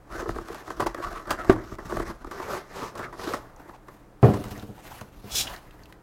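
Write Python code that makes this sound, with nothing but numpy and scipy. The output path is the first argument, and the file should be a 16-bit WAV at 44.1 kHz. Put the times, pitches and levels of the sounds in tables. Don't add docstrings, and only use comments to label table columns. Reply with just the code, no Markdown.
import sys
import numpy as np
from scipy import signal
from scipy.fft import rfft, irfft, next_fast_len
from scipy.io import wavfile

SR = 44100
rng = np.random.default_rng(int(sys.argv[2]) if len(sys.argv) > 2 else 0)


def wrap_up_sound(samples):
    columns = np.atleast_2d(samples).T
    tamed = np.clip(columns, -1, 1)
    steps = np.round(tamed * 32767).astype(np.int16)
    wavfile.write(sys.argv[1], SR, steps)


N = 265482

# start and hold in seconds, level in dB, then wall rumble and fibre hiss
# in dB above that level. Each kind of rub adds its own balance on top.
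CARD_GRIPS = [(0.127, 0.093, -39, -6.5, -13.5), (0.273, 0.15, -47.5, 5.5, -7.5),
              (0.474, .25, -46.5, -13, -10), (0.785, .11, -45, -1.5, -10), (0.97, 0.091, -41, -12, -17),
              (1.076, 0.13, -43, -7, -13.5), (1.233, 0.066, -46, -12, -14), (1.293, 0.043, -40, -3.5, -15),
              (1.388, 0.062, -40, -6, -17.5), (1.49, 0.026, -35, -6, -15.5), (1.58, 0.046, -47, -4, -15.5),
              (1.669, 0.074, -47.5, 0, -8), (1.836, 0.026, -44, 3.5, -11), (1.915, 0.1, -41.5, 5, -10),
              (2.051, 0.064, -39.5, -3, -13), (2.221, 0.053, -52.5, 4, -11.5)]
TRAY_PULLS = [(2.35, 0.11, -39.5, -10, -9.5), (2.51, 0.046, -29.5, -16, -10.5),
              (2.77, 0.081, -34.5, -10, -7.5), (2.98, 0.066, -37, -6.5, -17), (3.235, 0.094, -35, -11, -6)]
HAND_BRUSHES = [(3.397, 0.1, -47.5, 0.5, -18), (3.598, 0.11, -50.5, -3, -14.5),
                (3.922, 0.043, -55.5, 0, -7.5), (4.861, .13, -46, -0.5, -5), (5.15, 0.013, -57.5, 12, -4),
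                (5.33, 0.08, -43.5, 1.5, -1.5), (5.445, 0.068, -37.5, -2, -6.5), (5.68, 0.21, -57, 5.5, -9)]
DESK_SCUFF = [(4.232, 0.3, -46, 2.6, -4)]
# start in seconds, hold in seconds, level in dB.
BOX_TURNS = [(5.32, 0.11, -37), (5.357, 0.055, -25.5)]
# start in seconds, relative level in dB,
# brightness in dB, crumbling time in seconds.
CARD_SNAPS = [(0.225, -40, -14, 0.0022), (0.257, -33, -8.5, 0.014), (.291, -27, -3, 0.0019),
              (0.346, -44, -6, 0.0015), (.36, -35, -7.5, .006), (0.385, -31.5, -1.5, 0.0016),
              (0.484, -40.5, 11, 0.0023), (.501, -44, -14, .002), (0.545, -36.5, 9, 0.0042),
              (0.676, -36.5, 3, .008), (0.703, -29.5, 1.5, 0.0035), (.797, -24.5, -2.5, 0.0065),
              (.803, -22, 5, 0.0063), (.821, -25.5, -1, 0.0065), (.861, -26, -3, 0.0029),
              (.866, -22, 5, 0.0058), (0.945, -30.5, 4, 0.0028), (1, -35.5, -4, 0.0023),
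              (1.271, -33, 1, 0.015), (1.306, -20, 10.5, 0.01), (1.393, -37, 0, 0.0044),
              (1.446, -35.5, 4, .005), (1.497, -22.5, 3, 0.0072), (1.512, -41, 2, 0.007),
              (1.56, -34.5, -3, .005), (1.721, -39.5, -8.5, .004), (1.752, -49.5, 12, .003),
              (1.784, -34, -1, 0.015), (1.893, -32.5, 4, 0.015), (1.922, -28, -4, 0.0032),
              (1.968, -26.5, -1.5, 0.0022), (1.999, -29, -6.5, .006), (2.245, -36.5, -1, 0.0026),
              (2.311, -32.5, 5.5, 0.01), (2.398, -32.5, -0.5, .004), (2.822, -43, -14, 0.0097),
              (2.952, -36.5, 6, 0.011), (2.975, -45, 18.5, 0.012), (2.99, -30.5, 1.5, 0.011),
              (3.126, -35.5, 1.5, 0.02), (3.194, -35.5, -1.5, .002), (3.27, -33.5, -9.5, .007),
              (3.335, -24, 3, .008), (3.342, -32.5, 11, 0.013), (3.692, -43, 0, 0.0038),
              (3.883, -41, 2.5, 0.0059), (4.231, -26, -10, 0.011), (4.244, -26, -4, 0.016),
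              (4.336, -31, 7.5, 0.015), (4.439, -42, 16, 0.0052), (5.011, -37, 9.5, 0.0058)]
# start and length in seconds, level in dB, pitch in Hz.
CARD_CREAKS = [(1.02, 0.015, -36.5, 1130), (1.026, .03, -33, 1150), (1.131, 0.082, -40.5, 1170),
               (1.38, 0.056, -40, 1350), (1.898, 0.025, -41, 970), (2.412, 0.029, -37.5, 960),
               (2.998, 0.04, -43.5, 1410), (3.021, 0.038, -44.5, 1690), (3.031, 0.034, -46.5, 2080),
               (3.728, 0.046, -50.5, 850), (4.775, .025, -49, 820), (4.91, .025, -46, 950),
               (5.467, 0.017, -36.5, 2980)]
# start in seconds, level in dB, pitch in Hz.
PLASTIC_TICKS = [(3.562, -60, 6240), (4.577, -54, 6200), (4.596, -50.5, 3580), (5.562, -48, 3850),
                 (5.709, -56.5, 2820), (5.835, -56, 4300), (5.857, -55, 2740), (5.925, -49, 1690)]
# start in seconds, relative level in dB, treble cut-off in Hz.
FLAP_POPS = [(1.4945, -15.5, 600), (1.4972, 0.5, 1280), (1.5605, -26, 1200)]
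DESK_KNOCKS = [(4.2295, -6, 2460), (4.2368, -7, 900), (4.2442, -6, 910), (5.013, -34.5, 900),
               (5.243, -33.5, 700)]
# pitch in Hz, relative level in dB, seconds to fade by 60 dB.
FLAP_TONES = [(54.6, -25, 0.1), (112, -30, 0.44), (260, -5.5, 0.043), (317, -23.5, 0.3),
              (371.7, -1.5, 0.064), (544, -8, 0.031), (662, -11, 0.045), (1168, -25, 0.094),
              (1550, -18, .05)]
DESK_TONES = [(98.6, -34, 0.78), (115.4, 3.5, 0.067), (206.5, -6, 0.16), (297.5, -23, 0.69),
              (406, -10, 0.13), (464.3, -18.5, 0.24), (655, -31, 0.19), (698, -14, 0.054), (727, -14, 0.12),
              (1013, -23.5, 0.22), (1290, -34, 0.14), (1887, -28, .06), (2440, -35, 0.11)]
# pitch in Hz, width in Hz, gain in dB.
WALL_RINGS = [(114, 56, -1), (197, 83, -4), (345, 65, 10.5), (469, 31, 2)]
PANEL_RINGS = [(574, 124, 2.5), (780, 228, 6), (858, 237, 6.5), (1167, 185, 4), (1566, 520, -4),
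               (1870, 260, -4)]
SKID_RINGS = [(3410, 83, 5), (4100, 160, 10), (5150, 220, -19), (6450, 50, 0), (8045, 40, -15)]
# frequency in Hz, relative level in dB.
CARD_COLOUR = [(15, -51), (25, -2), (45, -3.5), (82, -13), (117, -17.5), (256, -12.5), (317, -3.5),
               (451, -14.5), (641, -9.5), (887, -15), (1160, -9.5), (2760, -26), (5430, -31.5),
               (11900, -39), (16000, -43)]
TRAY_COLOUR = [(15, -41), (25, -13), (39, -14.5), (157, -14.5), (270, -10.5), (394, -1), (775, -6),
               (840, -6), (1070, -5.5), (1190, -3), (2550, -20), (5430, -25.5), (7310, -30.5), (11900, -33),
               (16000, -40)]
SKIN_COLOUR = [(15, -38), (25, 17.5), (117, 10), (256, 2), (416, -5.5), (516, -5), (695, -0.5), (840, -1),
               (2550, -11.5), (2840, -11.5), (5570, -22), (13600, -22), (16000, -24)]
GLOSS_COLOUR = [(1060, -28), (1800, -14), (2120, -13), (2280, -6.5), (3320, 0), (4530, -4), (5200, 2),
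                (7160, -2), (10100, -10), (15100, -9), (16000, -29)]
AIR_COLOUR = [(15, -28), (25, 7), (41, -2), (70, -6.5), (92, -22), (212, -7.5), (249, -25), (285, -5),
              (326, -10.5), (439, -13), (1040, -19.5), (1440, -23), (1840, -27), (2990, -38), (16000, -46)]


def from_db(db):
    return 10 ** (np.asarray(db) / 20)


def unit_level(x):
    return x / np.sqrt(np.mean(x ** 2) + 1e-20)


def cut(x, hz, kind, order=2):
    return signal.sosfilt(signal.butter(order, np.clip(hz, 10, .45 * SR), kind, fs=SR, output="sos"), x)


def add(out, start, sound):
    at = int(start * SR)
    out[at:at + len(sound)] += sound[:N - at]


def coloured(x, colour):
    hz, db = np.transpose(colour)
    size = next_fast_len(N)
    bins = np.maximum(np.arange(size // 2 + 1) * SR / size, 1)
    gain = from_db(np.interp(np.log(bins), np.log(hz), db))
    return irfft(rfft(x, size) * gain, size)[:N]


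def drift(per_s):
    points = rng.standard_normal(4096)
    return np.interp(np.arange(N) / SR * per_s, np.arange(len(points)), points)


def resonate(x, rings):
    out = 0
    for k, (hz, width, db) in enumerate(rings):
        r = np.exp(-np.pi * width / SR)
        ring = signal.lfilter([1, 0, -1], [1, -2 * r * np.cos(2 * np.pi * hz / SR), r * r], x)
        out = out + (-1) ** k * from_db(db) * (1 - r * r) / 2 * ring
    return out


def background(hum_hz=123, hum_db=-61, air_db=-52):
    tone = np.sqrt(2) * np.sin(2 * np.pi * hum_hz * np.arange(N) / SR)
    hum = from_db(hum_db + 1.5 * drift(2.9)) * tone
    return hum + from_db(air_db) * unit_level(coloured(rng.standard_normal(N), AIR_COLOUR))


def strokes(rows, attack_s, release_s):
    t, power = np.arange(N) / SR, 0
    for start, hold_s, db, *above_db in rows:
        fade = np.maximum(start - t, 0) / attack_s + np.maximum(t - start - hold_s, 0) / release_s
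        effort = np.exp(-np.minimum(fade, 30))
        gains = from_db(db + np.array([0, *above_db]))
        power = power + (gains[:, None] * effort) ** 2
    return np.sqrt(power)


def slips(size, per_s, spread_db):
    happens = rng.random(size) < per_s / SR
    strength = from_db(spread_db * np.minimum(rng.exponential(1, size), 4))
    return unit_level(happens * strength * rng.choice([-1, 1], size))


def shifting(x, low_hz, high_hz, shift_db, count=10):
    edges = np.geomspace(low_hz, high_hz, count + 1)
    bands = [(-1) ** k * cut(x, edges[k:k + 2], "band") for k in range(count)]
    return unit_level(sum(band * from_db(shift_db * drift(25)) for band in bands))


def wall_echo(x, delay_ms=.168, wander_ms=.012, echo_db=-12):
    n = np.arange(N)
    lag = (delay_ms + wander_ms * drift(9)) * SR / 1000
    return unit_level(x + from_db(echo_db) * np.interp(n - lag, n, x))


def friction(levels, colour, per_s, spread_db, smooth_db, judder_db, rumble_db, body_db, hiss_db):
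    grains = slips(N, per_s, spread_db) + from_db(smooth_db) * rng.standard_normal(N)
    rub = coloured(grains * from_db(judder_db * drift(70)), colour)
    walls = from_db(rumble_db) * unit_level(cut(rub, 230, "low", order=4))
    panels = from_db(body_db) * shifting(rub, 252.3, 2170, shift_db=3.5)
    fibres = from_db(hiss_db) * wall_echo(shifting(rub, 2300, 17000, shift_db=1.8))
    body, rumble, hiss = levels
    return rumble * walls + body * panels + hiss * fibres


def card_rustle():
    levels = strokes(CARD_GRIPS, attack_s=0.025, release_s=0.023)
    return friction(levels, CARD_COLOUR, per_s=1200, spread_db=3, smooth_db=0, judder_db=4,
                    rumble_db=3.5, body_db=2.5, hiss_db=1)


def small_snaps(db=-45, spread_db=1.5, brightness_db=-6, crumble_s=0.0046):
    return [(start + hold_s * rng.random(), db + spread_db * rng.standard_normal(),
             brightness_db, crumble_s) for start, hold_s, *_ in CARD_GRIPS]


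def snaps(thud_db=-13.5, panel_db=-11.5, crack_db=-29, rise_s=0.00034):
    out, t = np.zeros(N), np.arange(SR // 10) / SR
    for start, db, brightness_db, crumble_s in CARD_SNAPS + small_snaps():
        burst = slips(len(t), 9000, 3.75) * (1 - np.exp(-t / rise_s)) * np.exp(-t / crumble_s)
        thud = cut(resonate(burst, WALL_RINGS), 600, "low")
        ring = cut(resonate(burst, PANEL_RINGS), 2500, "low")
        crack = cut(cut(burst, 1400, "high"), 3300, "low", order=1)
        add(out, start, from_db(db - brightness_db + thud_db) * unit_level(thud))
        add(out, start, from_db(db + panel_db) * unit_level(ring))
        add(out, start, from_db(db + brightness_db + crack_db) * unit_level(crack))
    return out


def creaks(width_hz=150):
    out = np.zeros(N)
    for start, length_s, db, hz in CARD_CREAKS:
        swell = np.hanning(int(length_s * SR)) ** .5
        ringing = resonate(slips(SR // 4, per_s=1200, spread_db=0.3), [(hz, width_hz, 0)])
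        add(out, start, from_db(db) * unit_level(ringing[-len(swell):] * swell))
    return out


def blows(contacts, tones, crack_db, crack_s, boom_db, boom_s, boom_hz):
    out, t = np.zeros(N), np.arange(SR // 2) / SR
    ringing = sum(from_db(db - 60 * t / fade_s) * np.sin(2 * np.pi * hz * t) for hz, db, fade_s in tones)
    for start, db, cutoff_hz in contacts:
        crack = from_db(crack_db) * cut(rng.standard_normal(len(t)), 350, "high") * np.exp(-t / crack_s)
        blur = cut(cut(rng.standard_normal(len(t)), 70, "high", order=4), boom_hz, "low")
        boom = from_db(boom_db) * unit_level(blur) * np.exp(-t / boom_s)
        add(out, start, from_db(db) * cut(ringing + crack + boom, cutoff_hz, "low"))
    return out


def flap_pop():
    return blows(FLAP_POPS, FLAP_TONES, crack_db=-10, crack_s=0.014,
                 boom_db=-32, boom_s=0.036, boom_hz=450)


def tray_scrape():
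    levels = strokes(TRAY_PULLS, attack_s=0.043, release_s=0.044)
    return friction(levels, TRAY_COLOUR, per_s=1200, spread_db=0.5, smooth_db=0.5, judder_db=-1.5,
                    rumble_db=-0.5, body_db=-1.5, hiss_db=-4.5)


def brushing():
    hand = strokes(HAND_BRUSHES, attack_s=0.058, release_s=.05)
    scuff = strokes(DESK_SCUFF, attack_s=0.0091, release_s=0.14)
    return friction(np.hypot(hand, scuff), SKIN_COLOUR, per_s=1700, spread_db=8.5, smooth_db=8,
                    judder_db=2.5, rumble_db=-5, body_db=-0.5, hiss_db=-1.5)


def ticks(width_hz=650, click_db=-22, decay_s=0.0026):
    out, t = np.zeros(N), np.arange(SR // 100) / SR
    for start, db, hz in PLASTIC_TICKS:
        click = rng.standard_normal(len(t)) * np.exp(-t / decay_s)
        tick = resonate(click, [(hz, width_hz, 0)]) + from_db(click_db) * cut(click, 1000, "high")
        add(out, start, from_db(db) * unit_level(tick))
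    return out


def desk_knocks():
    knocks = blows(DESK_KNOCKS + rocking(), DESK_TONES, crack_db=-23.5, crack_s=0.066,
                   boom_db=-12.5, boom_s=0.055, boom_hz=428)
    return cut(knocks, 84, "high", order=4)


def rocking(count=8, period_s=.058, jitter_s=0.00301, settle_s=0.066, dulling_s=0.24):
    first_db, wobble_db, first_hz, wobble_hz = -13, -32, 1900, 290
    age = period_s * np.arange(count)
    db = wobble_db + (first_db - wobble_db) * np.exp(-age / settle_s)
    cutoff_hz = wobble_hz + (first_hz - wobble_hz) * np.exp(-age / dulling_s)
    starts = 4.284 + age + jitter_s * rng.standard_normal(count)
    return list(zip(starts, db, cutoff_hz))


def swish(rings_db=-0.5):
    skid = coloured(slips(N, per_s=14000, spread_db=2), GLOSS_COLOUR)
    level = strokes(BOX_TURNS, attack_s=0.009, release_s=0.014)[0]
    return level * unit_level(skid + from_db(rings_db) * resonate(skid, SKID_RINGS))


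def room(x, fade_s, echo_db):
    t = np.arange(SR * 3 // 4) / SR
    noise = cut(rng.standard_normal(len(t)), 12700, "low", order=1)
    tail = noise * from_db(-60 * t / fade_s) * (t > .004)
    return x + from_db(echo_db) * signal.fftconvolve(x, tail / np.linalg.norm(tail))[:N]


def scene():
    handling = card_rustle() + tray_scrape() + brushing() + snaps() + creaks() + ticks()
    thumps = flap_pop() + desk_knocks()
    light = room(handling + swish(), fade_s=0.2, echo_db=-14.5)
    heavy = room(thumps, fade_s=0.31, echo_db=-18)
    return (light + heavy + background())[None]


def record(dry):
    return signal.sosfilt(signal.ellip(10, .1, 80, 16000, fs=SR, output="sos"), np.clip(dry, -1, 1))


dry = scene()
out = record(dry)
wrap_up_sound(out)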